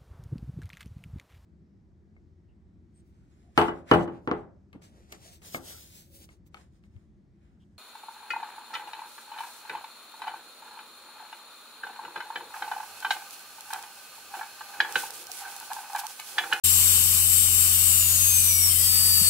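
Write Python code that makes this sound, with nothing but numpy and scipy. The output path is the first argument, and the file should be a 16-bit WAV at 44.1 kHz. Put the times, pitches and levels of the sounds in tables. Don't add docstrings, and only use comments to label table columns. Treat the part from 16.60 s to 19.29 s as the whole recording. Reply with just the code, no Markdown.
import sys
import numpy as np
from scipy import signal
from scipy.fft import rfft, irfft, next_fast_len
from scipy.io import wavfile
from scipy.ndimage import uniform_filter1d, map_coordinates

SR = 44100
rng = np.random.default_rng(int(sys.argv[2]) if len(sys.argv) > 2 else 0)


def field_ratio(decibels):
    return 10 ** (np.asarray(decibels, dtype=float) / 20)


def generate_wav(sig):
    pcm = np.round(np.clip(np.atleast_2d(sig).T, -1, 1) * 32767).astype(np.int16)
    wavfile.write(sys.argv[1], SR, pcm)


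N = 118629
TIME = np.arange(N) / SR

PORT_LAG = np.array([[0], [1.6]])


def along(points, hz):
    f, v = np.transpose(points)
    return np.interp(np.log(hz + 1), np.log(f + 1), v)


def curves(rows):
    s, *cols = np.transpose(rows)
    return np.array([np.interp(TIME, s, c) for c in cols])


def wobble(rate):
    knots = rng.standard_normal(int(N * rate / SR) + 4)
    return map_coordinates(knots, [np.arange(N) * rate / SR])


def filtered(x, response):
    m = next_fast_len(N + 8192)
    return irfft(rfft(x, m) * response(np.fft.rfftfreq(m, 1 / SR)), m)[..., :N]


def tone(hz, lag=0):
    return np.sqrt(2) * np.sin(2 * np.pi * np.cumsum(hz) / SR - lag)


def patchy(patchy_db):
    z = signal.stft(rng.standard_normal((2, N + 512)), nperseg=512)[2]
    field = rng.standard_normal(z.shape[1:])
    field = uniform_filter1d(field, size=5, axis=0)
    field = uniform_filter1d(field, size=12, axis=1)
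    pair = signal.istft(z * field_ratio(patchy_db * field / field.std()), nperseg=512)[1][:, :N]
    return pair / pair.std() * np.sqrt(SR / 2)


def turbine():
    # (time [s], shaft speed [Hz], near whine [dB], far whine [dB], near port leads [rad],
    # near second order [dB])
    shaft = [(.06, 7536, -26, -48, -2.7, -60), (.62, 7532, -30.5, -47, -2.5, -60),
             (1.04, 7521, -25, -42, -2.9, -55), (1.16, 7458, -39, -39, -1.4, -55),
             (1.33, 7268, -26, -51, -3.9, -50), (1.41, 7127, -25, -36, -4.4, -28),
             (1.48, 6950, -36, -31, -6.3, -55), (1.55, 6750, -27, -41, -7.9, -44),
             (1.7, 6420, -27, -30, -11.2, -29), (1.84, 6128, -48, -30, -14.6, -38),
             (1.9, 5984, -42, -28, -13.2, -27), (1.96, 5815, -32, -34, -12.8, -31),
             (2.0, 5715, -44, -35, -13.1, -39), (2.04, 5590, -52, -27, -14.4, -38),
             (2.08, 5465, -38, -28, -14.6, -33), (2.16, 5170, -53, -44, -13, -35),
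             (2.24, 4968, -52, -35, -11, -48), (2.275, 4905, -32, -29, -9.6, -55),
             (2.36, 4780, -30, -30, -9.2, -42), (2.43, 4742, -28.5, -30.5, -9.15, -32),
             (2.5, 4672, -29, -29.5, -8.7, -33), (2.56, 4618, -28.5, -28, -8.8, -33),
             (2.62, 4565, -28, -32, -8.6, -33), (2.68, 4495, -26, -28, -8.1, -33)]
    # (frequency [Hz], level [dB])
    second_far = [(9000, -65), (13000, -63), (13500, -30), (14200, -44), (14800, -46), (15100, -54)]
    # (time [s], front near [dB], front far [dB], rear near [dB], rear far [dB])
    cages = [(.05, -42, -62, -70, -70), (.93, -44, -56, -70, -60), (1.06, -54, -44, -66, -60),
             (1.15, -54, -54, -56, -45), (1.27, -52, -52, -52, -41), (1.44, -51, -43, -56, -45),
             (1.55, -62, -62, -64, -49), (1.76, -64, -64, -47, -43), (1.88, -64, -64, -44, -42),
             (2.04, -64, -64, -48, -43), (2.1, -64, -64, -62, -55), (2.2, -64, -64, -60, -51),
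             (2.5, -64, -64, -52, -53), (2.68, -64, -64, -57, -60)]
    # (time [s], near port leads [rad])
    rear_lead = [(1.3, -2), (1.68, -.6), (1.76, .9), (2.0, 1.9), (2.15, 0), (2.68, .5)]
    # (time [s], near level [dB])
    chatter_level = [(1.7, -60), (1.78, -37), (1.84, -46), (1.98, -36), (2.02, -46), (2.06, -32),
                     (2.12, -33), (2.14, -44), (2.2, -35), (2.25, -37), (2.29, -60)]

    speed_hz, near_db, far_db, lead, second_db = curves(shaft)
    speed_hz = uniform_filter1d(speed_hz, size=2000) + 3 * wobble(40)
    flutter = field_ratio(1 * wobble(30.08))
    whine = field_ratio([near_db, far_db]) * flutter * tone(speed_hz, lead * [[0], [1]])
    second = field_ratio([second_db, along(second_far, 2 * speed_hz)]) * field_ratio(1 + 3 * wobble(28)) * tone(2 * speed_hz)

    cage_db = curves(cages)
    front_ratio = .4015
    front = field_ratio(cage_db[:2] + 1.5 * wobble(23.8)) * tone(front_ratio * speed_hz)
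    touch_s, catch_s, slip = 1.0, .2, .035
    rear_ratio = .3945 - slip * np.exp(-np.clip(TIME - touch_s, 0, None) / catch_s)
    rear_hz = rear_ratio * speed_hz + 11 * wobble(70)
    rear = field_ratio(cage_db[2:] - 1.5 + 3 * wobble(60)) * tone(rear_hz, curves(rear_lead) * [[0], [1]])

    spread_hz = 650
    chatter = field_ratio(curves(chatter_level) + [[0], [-20]]) * wobble(spread_hz) * tone(speed_hz)
    return field_ratio(3) * (whine + second + front + rear) + chatter


def rubbing_tones(rows, far_db, waver_hz):
    out = 0
    for s, length, first_hz, last_hz, db in rows:
        u = np.clip((TIME - s) / length, 0, 1)
        hz = first_hz + (last_hz - first_hz) * u + waver_hz * wobble(45)
        swell = np.abs(np.sin(np.pi * u)) ** .25 * (u < 1)
        out = out + field_ratio(db + 1.5 * wobble(50)) * swell * tone(hz, PORT_LAG)
    return out * field_ratio([[0], [far_db]])


def bur_squeals():
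    # (start [s], length [s], first pitch [Hz], last pitch [Hz], near level [dB])
    rubs = [
        (2.03, .075, 12770, 12700, -31),
        (2.112, .075, 12650, 12590, -29),
        (2.203, .07, 12690, 12580, -27),
        (2.262, .092, 12600, 12690, -28),
        (2.38, .03, 12690, 12770, -31),
    ]
    return rubbing_tones(rubs, far_db=-22, waver_hz=18)


def bur_chirps():
    # (start [s], length [s], first pitch [Hz], last pitch [Hz], near level [dB])
    rubs = [
        (2.095, .035, 3060, 3140, -35),
        (2.153, .022, 3090, 3060, -36),
        (2.17, .06, 3110, 3230, -40),
        (2.22, .075, 3240, 3220, -39),
    ]
    return rubbing_tones(rubs, far_db=1, waver_hz=20)


def rear_retainer():
    # (start [s], length [s], first pitch [Hz], last pitch [Hz], near level [dB])
    songs = [
        (.04, .97, 2668, 2655, -62),
        (1.0, .12, 2655, 2720, -59),
        (1.11, .3, 2715, 2705, -62),
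    ]
    return rubbing_tones(songs, far_db=15, waver_hz=7.7)


def basin(hz):
    # (centre [Hz], width [Hz], gain [dB])
    near_modes = [(1230, 95, 6), (2280, 120, -1), (2650, 71, -8), (3375, 34, -5.5), (4090, 98, -9.5),
                  (8080, 245, 6.5), (9000, 75, -2), (9490, 130, 2.5), (10150, 120, 2.5), (11050, 100, 1.5),
                  (11910, 345, 6), (12800, 90, 1.5)]
    far_modes = [(1350, 39, -3), (2430, 100, 0.5), (2570, 46, -5.5), (3326, 92, -11.5), (4046, 94, -8.5),
                 (4860, 170, -3.5), (5550, 120, 1.5), (5570, 54, 0)]
    return field_ratio([sum(db * np.exp(-.5 * ((hz - c) / w) ** 2) for c, w, db in modes)
                for modes in (near_modes, far_modes)])


def jet():
    # (frequency [Hz], level [dB per Hz])
    jet_near = [(6500, -82.5), (6850, -67.5), (7250, -57.5), (8600, -54.5), (10600, -58), (13000, -58.5),
                (14000, -58.5), (15700, -64)]
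    jet_far = [(8200, -82), (8350, -78), (9000, -74), (10900, -69), (11800, -75), (13000, -73),
               (13150, -66), (14400, -63)]

    def colour(hz):
        return field_ratio([along(jet_near, hz), along(jet_far, hz) - 40 * (hz < 6800)]) * basin(hz)

    early_db, settle_s = 1.5, 0.64
    settle_db = early_db * (np.exp(-TIME / settle_s) - .25)
    return field_ratio(settle_db + .3 * wobble(3) + .4 * wobble(15)) * filtered(patchy(patchy_db=1.1), colour)


def spray():
    # (frequency [Hz], level [dB per Hz])
    spray_near = [(40, -79), (200, -77.5), (520, -90.5), (1000, -82.5), (2000, -77), (3000, -69.5),
                  (6000, -68.5), (6800, -67)]
    spray_far = [(40, -73), (200, -76.5), (620, -84.5), (1000, -78.5), (1900, -76.5), (2800, -64.5),
                 (4600, -64.5), (6400, -66.5)]
    # (frequency [Hz], likeness [0 to 1])
    alike = [(150, 0.61), (500, 0.51), (950, 0.63), (1200, 0.83), (2500, 0.45), (3800, 0.56), (4300, 0.16),
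             (5400, 0.069)]
    # (frequency [Hz], near port leads [rad])
    port_lead = [(1000, 0.42), (1600, 1.3), (1900, 1.9), (2250, 2.36), (2600, 0.93), (2800, 4.5),
                 (3300, 2.8), (4700, 4.15)]

    def like(hz):
        return np.clip(along(alike, hz), 0, 1)

    near, other = patchy(patchy_db=0.93)
    shared = filtered(near, lambda hz: like(hz) * np.exp(-1j * along(port_lead, hz)))
    own = filtered(other, lambda hz: np.sqrt(1 - like(hz) ** 2))
    mist = np.array([near, shared + own])

    def shaped(far_edge_hz):
        near_edge_hz = 7100

        def response(hz):
            density = field_ratio([along(spray_near, hz), along(spray_far, hz)])
            return density * basin(hz) / (1 + (hz / [[near_edge_hz], [far_edge_hz]]) ** 120)

        return filtered(mist, response)

    narrowed = np.clip((TIME - 1.56) / .04, 0, 1)
    early_db, settle_s = 4, 0.49
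    level_db = early_db * np.exp(-TIME / settle_s) + .5 * wobble(3.23) + .5 * wobble(11.55)
    return field_ratio(level_db) * ((1 - narrowed) * shaped(7620) + narrowed * shaped(6950))


def compressor():
    # (crank order [multiple], level [dB])
    orders = [(2, -54), (4, -36.5), (5, -58), (6, -60), (8, -51.5), (9, -62), (12, -66.5), (13, -64.5),
              (14, -68), (16, -82.5), (19, -84), (20, -70.5)]
    crank_hz, waver_db, pan_db = 22.28, .7, -1
    hum = 0
    for order, db in orders:
        phase = 2 * np.pi * (order * crank_hz * TIME + rng.random())
        hum = hum + field_ratio(db + waver_db * wobble(5.23)) * np.sqrt(2) * np.sin(phase)
    return hum * field_ratio([[pan_db], [-pan_db]])


def knock():
    t = TIME - 2.619
    length_s, pitch_hz = .0045, 175
    swing = field_ratio(-24.5) * np.exp(-.5 * (t / length_s) ** 2) * np.sin(2 * np.pi * pitch_hz * t)
    return swing * field_ratio([[0], [-16]])


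def band_silences(x):
    # (centre time [s], length [s], low edge [Hz], high edge [Hz])
    silences = [(.313, .035, 3880, 4200), (.43, .03, 3900, 4200), (.522, .035, 3850, 4150),
                (.615, .035, 3150, 3750), (.655, .06, 3250, 3420), (.88, .05, 3850, 4030),
                (.987, .03, 3850, 4070), (1.057, .03, 3170, 3520), (1.545, .035, 3380, 3720),
                (2.26, .05, 3330, 3460), (2.59, .04, 4030, 4260)]
    under_db, from_hz, to_hz = -6.2, 1700, 4250
    turn = np.array([[1, 0.98], [1, -0.99]]) / np.sqrt(2)
    hz, t, z = signal.stft(turn @ x, SR, nperseg=1024)

    cells = np.abs(z[:, :512].reshape(2, 128, 4, -1)) ** 2
    power = uniform_filter1d(cells, size=3, axis=3).mean(axis=2)
    log_power = np.log(np.abs(power) + 1e-20)
    around = np.exp(uniform_filter1d(uniform_filter1d(log_power, size=9, axis=1), size=9, axis=2))
    quiet = np.repeat(power < around * field_ratio(2 * under_db), 4, axis=1)
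    gated = ((hz > from_hz) & (hz < to_hz))[:512, None]
    z[:, :512] *= 1 - quiet * gated

    for s, length, low_hz, high_hz in silences:
        z[0] *= 1 - np.outer((hz > low_hz) & (hz < high_hz), np.abs(t - s) < .7 * length)
    return turn @ signal.istft(z, SR, nperseg=1024)[1][:, :N]


def scene():
    drill = turbine() + bur_squeals() + bur_chirps() + rear_retainer()
    return drill + jet() + spray() + compressor() + knock()


def roll_off(x):
    return signal.sosfilt(signal.butter(12, 17090, fs=SR, output="sos"), x)


def record(dry):
    open_s, fade_s, top_hz = .035, 0.011, 15750
    fade = np.sin(np.pi / 2 * np.clip((TIME - open_s) / fade_s, 0, 1)) ** 2
    mix = filtered(band_silences(dry), lambda hz: hz < top_hz) * fade
    return roll_off(mix)


dry = scene()
out = record(dry)
generate_wav(out)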